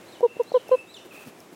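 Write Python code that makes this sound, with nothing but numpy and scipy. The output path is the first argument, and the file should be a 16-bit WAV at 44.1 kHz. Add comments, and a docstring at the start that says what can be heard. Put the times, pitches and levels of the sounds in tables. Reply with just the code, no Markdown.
"""Small birds whistle far off over a quiet garden background, echoed by house and trees.
Close by, a kookaburra on a hand gives four soft clucks: each a small throat pop, then a short,
nearly pure hoot. Its beak and claws tick lightly. It then flies off with a faint rustle and
flutter, each wing stroke pushing a puff of air, while a distant bird trills."""
import sys
import numpy as np
from scipy import signal
from scipy.fft import rfft, irfft
from scipy.io import wavfile
from scipy.ndimage import uniform_filter1d

SR = 44100
rng = np.random.default_rng(int(sys.argv[2]) if len(sys.argv) > 2 else 0)


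def waveform_to_disk(signal):
    """Save audio, clipped to [-1, 1], as 16-bit WAV at the path in sys.argv[1]."""
    frames = np.transpose(np.atleast_2d(signal))
    scaled = np.clip(frames, -1, 1) * 32767
    samples = np.round(scaled).astype(np.int16)
    wavfile.write(sys.argv[1], SR, samples)


N = 68355
T = np.arange(N) / SR


def undb(db):
    """Decibels to gain."""
    return 10 ** (np.asarray(db) / 20)


def step(time_s, width_s):
    """Smooth rise from 0 to 1 around time_s = 0."""
    return .5 + .5 * np.tanh(time_s / width_s / 2)


def noise(colour):
    """Unit-RMS noise shaped by (freq_hz, gain_db) points."""
    freq_hz, gain_db = np.array(colour).T
    bins_hz = np.fft.rfftfreq(N, 1 / SR)
    gain = undb(np.interp(np.log(bins_hz + 1), np.log(freq_hz), gain_db))
    shaped = irfft(rfft(rng.standard_normal(N)) * gain, N)
    return shaped / shaped.std()


def wander(rate_hz):
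    """Smooth random drift, unit spread."""
    width = max(int(SR / rate_hz), 1)
    drift = uniform_filter1d(uniform_filter1d(rng.standard_normal(N), width), width)
    return drift / drift.std()


# Background spectrum: freq_hz, gain_db
AIR_COLOUR = [(15, -61.5), (25, -28), (43, -29), (107, -5), (361, 4.5), (905, -4), (1470, -9), (2390, -10),
              (2660, -13), (3880, -15.5), (4330, -18), (7630, -19.5), (15800, -27)]

def air(level_db=-49):
    """Quiet outdoor background, slightly restless."""
    return noise(AIR_COLOUR) * undb(level_db + 1.1 * wander(10.2))


def bird_tone(pitch_hz, overtones_db, waver, flutter_db=2):
    """A small bird's wavering, fluttering tone; overtones count up from the octave."""
    phase = 2 * np.pi * np.cumsum(pitch_hz * (1 + waver * wander(348))) / SR
    overtones = sum(undb(db) * np.sin(k * phase) for k, db in enumerate(overtones_db, start=2))
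    return undb(flutter_db * wander(180)) * (np.sin(phase) + overtones)


# Held whistles: start_s, length_s, pitch_hz, level_db, fourth_harmonic_db
WHISTLE_NOTES = [(-.07, 0.11, 2726, -60, -22), (0.259, 0.13, 2673, -51, -30),
                 (0.667, .14, 2647, -47.5, -18.5)]

def whistles(scoop_hz=450, scoop_s=.0043, fall_hz=45.3, swell_db=8.5):
    """Each whistle drops onto a nearly level pitch and swells."""
    out = np.zeros(N)
    for start_s, length_s, centre_hz, level_db, fourth_db in WHISTLE_NOTES:
        age_s = np.clip(T - start_s, 0, length_s)
        from_middle = age_s / length_s - .5
        gate = step(T - start_s, .003) * step(start_s + length_s - T, .0069)
        pitch_hz = centre_hz + scoop_hz * np.exp(-age_s / scoop_s) - fall_hz * from_middle
        tone = bird_tone(pitch_hz, [fourth_db - 8, fourth_db - 5, fourth_db], waver=.02)
        out += undb(level_db + swell_db * from_middle) * gate * tone
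    return out


# Contour of one phrase: offset_s, pitch_hz, gain_db
PHRASE_CONTOUR = [(0, 3550, -23.5), (0.014, 3690, -10), (.045, 3980, -1.5), (.064, 4120, -17),
                  (.069, 5900, -16), (.074, 5440, -8), (0.08, 3700, 4), (0.095, 3480, -3), (.108, 2970, 3),
                  (0.127, 2666, -2), (.135, 2600, -8)]
# Sung phrases: start_s, pitch_ratio, level_db, slope_db_per_harmonic
SUNG_PHRASES = [(.047, 1.05, -53, -12), (0.451, 1.064, -49.5, -22), (.865, 1.0, -47, -10.5)]

def phrases():
    """A songbird's slurred phrase rises, then tumbles."""
    out = np.zeros(N)
    offset_s, contour_hz, contour_db = np.array(PHRASE_CONTOUR).T
    for start_s, pitch_ratio, level_db, slope_db in SUNG_PHRASES:
        age_s = T - start_s
        gate = (age_s > 0) & (age_s < offset_s[-1])
        envelope = undb(level_db + np.interp(age_s, offset_s, contour_db)) * gate
        pitch_hz = pitch_ratio * np.interp(age_s, offset_s, contour_hz)
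        out += envelope * bird_tone(pitch_hz, [slope_db, 2 * slope_db], waver=.013)
    return out


# House wall reflections: delay_s, gain_db
WALL_ECHOES = [(0.025, -10), (.046, -13), (.08, -18)]

def wall_echoes(source):
    """Delayed, weaker copies returned by the house."""
    return sum(undb(db) * np.interp(T - delay_s, T, source, left=0) for delay_s, db in WALL_ECHOES)


def garden_reverb(source, wet_db, t60_s=.45):
    """Diffuse tail scattered by trees and walls."""
    tail = rng.standard_normal(N) * np.exp(-np.log(1000) * T / t60_s) * step(T - .012, .003)
    return undb(wet_db) * signal.fftconvolve(source, tail / np.linalg.norm(tail))[:N]


# Beak and claw contacts: time_s, level_db
TICK_EVENTS = [(0.2077, -52), (0.4348, -49), (0.615, -56.5), (0.6845, -47), (0.693, -49.5), (1.404, -48)]
# Tick spectrum: freq_hz, gain_db
TICK_SPECTRUM = [(2000, -27), (4000, -16.5), (5500, 4), (8000, -9.5), (12000, 0.5), (16000, -19)]

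def ticks(half_width_s=.0017):
    """Tiny dry ticks of beak and claws."""
    envelope = sum(undb(db) * np.exp(-((T - time_s) / half_width_s) ** 2) for time_s, db in TICK_EVENTS)
    return envelope * noise(TICK_SPECTRUM)


# Throat openings: time_s, resonance_hz, level_db
THROAT_POPS = [(0.208, 551, -22.5), (0.216, 586, -27), (0.368, 455, -27), (0.5193, 587, -21),
               (0.6929, 591, -25.5)]

def throat_pops(rise_s=.00064, decay_s=.0017, highpass_hz=110):
    """The throat opens just before each hoot and rings for about two cycles."""
    out = np.zeros(N)
    for time_s, resonance_hz, level_db in THROAT_POPS:
        age_s = T - time_s
        rise = np.exp(-(np.minimum(age_s, 0) / rise_s) ** 2)
        decay = np.exp(-(np.maximum(age_s, 0) / decay_s) ** 2.5)
        out -= undb(level_db) * rise * decay * np.cos(2 * np.pi * resonance_hz * age_s)
    return signal.sosfilt(signal.butter(2, highpass_hz, "high", fs=SR, output="sos"), out)


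# Kookaburra hoots: start_s, length_s, pitch_hz, fall_hz, level_db, overtone_lift_db
HOOTS = [(0.2308, .0338, 486.7, 31, -10, -2), (.3980, .0190, 490.6, 33.5, -13.5, -0.5),
         (0.5435, .0335, 512.8, 30.4, -10.5, 4.5), (0.7156, 0.039, 513.7, 8.4, -10, 6)]
# Overtones above the octave: harmonic, gain_db
HOOT_OVERTONES = [(3, -41), (4, -50), (5, -63), (6, -46.5), (7, -65.5), (8, -48.5)]

def hoots():
    """Hoots scoop up, then sag in pitch and strength; overtones sound while the voice is firm."""
    attack_s, release_s = .0014, .0021
    scoop_hz, scoop_s = 34.63, .00076
    sag, jitter, shimmer = .3, .0052, .013
    octave_db, octave_lag_s, rasp_db = -14.5, .00021, -36
    rasp_colour = [(30, -4), (200, -7), (600, 6), (1100, 2), (1700, -22), (5000, -36), (12000, -55)]
    out = np.zeros(N)
    for start_s, length_s, top_hz, fall_hz, level_db, lift_db in HOOTS:
        droop = np.clip((T - start_s) / length_s, 0, 1.2) ** 2
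        gate = step(T - start_s, attack_s) * step(start_s + length_s - T, release_s)
        envelope = gate * (1 - sag * droop) * (1 + shimmer * wander(370))
        pitch_hz = top_hz - fall_hz * droop - scoop_hz * step(start_s - T, scoop_s)
        pitch_hz *= 1 + jitter * wander(330)
        phase = 2 * np.pi * np.cumsum(pitch_hz * (T > start_s - length_s)) / SR
        octave = undb(octave_db) * np.cos(2 * (phase - 2 * np.pi * top_hz * octave_lag_s))
        upper = sum(undb(db + lift_db) * np.cos(harmonic * phase) * (1 + .12 * wander(150))
                    for harmonic, db in HOOT_OVERTONES)
        rasp = undb(rasp_db) * noise(rasp_colour)
        out += undb(level_db) * (envelope * (np.cos(phase) + rasp) + envelope ** 1.2 * (octave + upper))
    return out


# Wing strokes: time_s, half_width_s, puff_db, rustle_db
WING_STROKES = [(1.06, 0.012, -44, -75), (1.152, 0.031, -51, -52), (1.219, 0.026, -60, -52),
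                (1.278, 0.029, -57, -53), (1.407, 0.038, -52, -60.5), (1.534, 0.017, -47.5, -62)]
# Air puff, feather and downbeat spectra: freq_hz, gain_db
PUFF_SPECTRUM = [(50, -25), (130, -5.5), (280, 8), (500, 2), (1200, -11), (3000, -24)]
FEATHER_SPECTRUM = [(400, -23), (1200, 5.5), (2500, 3), (5000, -4), (9000, -3), (14000, -4), (16000, -4)]
DOWNBEAT_SPECTRUM = [(70, -28), (170, -1), (300, 0.5), (380, -12), (600, -28), (2000, -34)]

def take_off(downbeat_s=1.28, downbeat_half_width_s=.015, downbeat_db=-42):
    """Each stroke pushes a puff of air and rubs the feathers; one downbeat thumps softly."""
    puff = noise(PUFF_SPECTRUM)
    rustle = noise(FEATHER_SPECTRUM) * undb(1.6 * wander(430))
    strokes = np.zeros(N)
    for time_s, half_width_s, puff_db, rustle_db in WING_STROKES:
        envelope = np.exp(-((T - time_s) / half_width_s) ** 2)
        strokes += envelope * (undb(puff_db) * puff + undb(rustle_db) * rustle)
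    thump = np.exp(-((T - downbeat_s) / downbeat_half_width_s) ** 2) * noise(DOWNBEAT_SPECTRUM)
    return strokes + undb(downbeat_db) * thump


# Trill notes: start_s, length_s, onset_pitch_hz, level_db
TRILL_NOTES = [(1.108, 0.022, 2680, -47), (1.137, 0.023, 2663, -47), (1.164, 0.026, 2700, -44),
               (1.191, 0.0257, 2754, -48.5), (1.222, 0.024, 2800, -57.5)]

def trill(fall_hz=276):
    """A small bird's quick run of falling notes."""
    out = np.zeros(N)
    for start_s, length_s, onset_hz, level_db in TRILL_NOTES:
        gate = step(T - start_s, .002) * step(start_s + length_s - T, .0015)
        pitch_hz = onset_hz - fall_hz * np.clip((T - start_s) / length_s, 0, 1)
        out += undb(level_db) * gate * bird_tone(pitch_hz, [], waver=.0153)
    return out


def scene():
    """Echoing far birds behind a close, nearly dry kookaburra; mono."""
    songs = whistles() + phrases() + trill()
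    far_birds = songs + wall_echoes(songs) + garden_reverb(songs, wet_db=-4)
    clucks = throat_pops() + hoots()
    kookaburra = ticks() + clucks + garden_reverb(clucks, wet_db=-38) + take_off()
    return (air() + far_birds + kookaburra)[None]


def record(dry, cutoff_hz=15900):
    """A steep low-pass cuts the top treble."""
    return signal.sosfilt(signal.ellip(10, .2, 80, cutoff_hz, fs=SR, output="sos"), dry)


dry = scene()
out = record(dry)
waveform_to_disk(out)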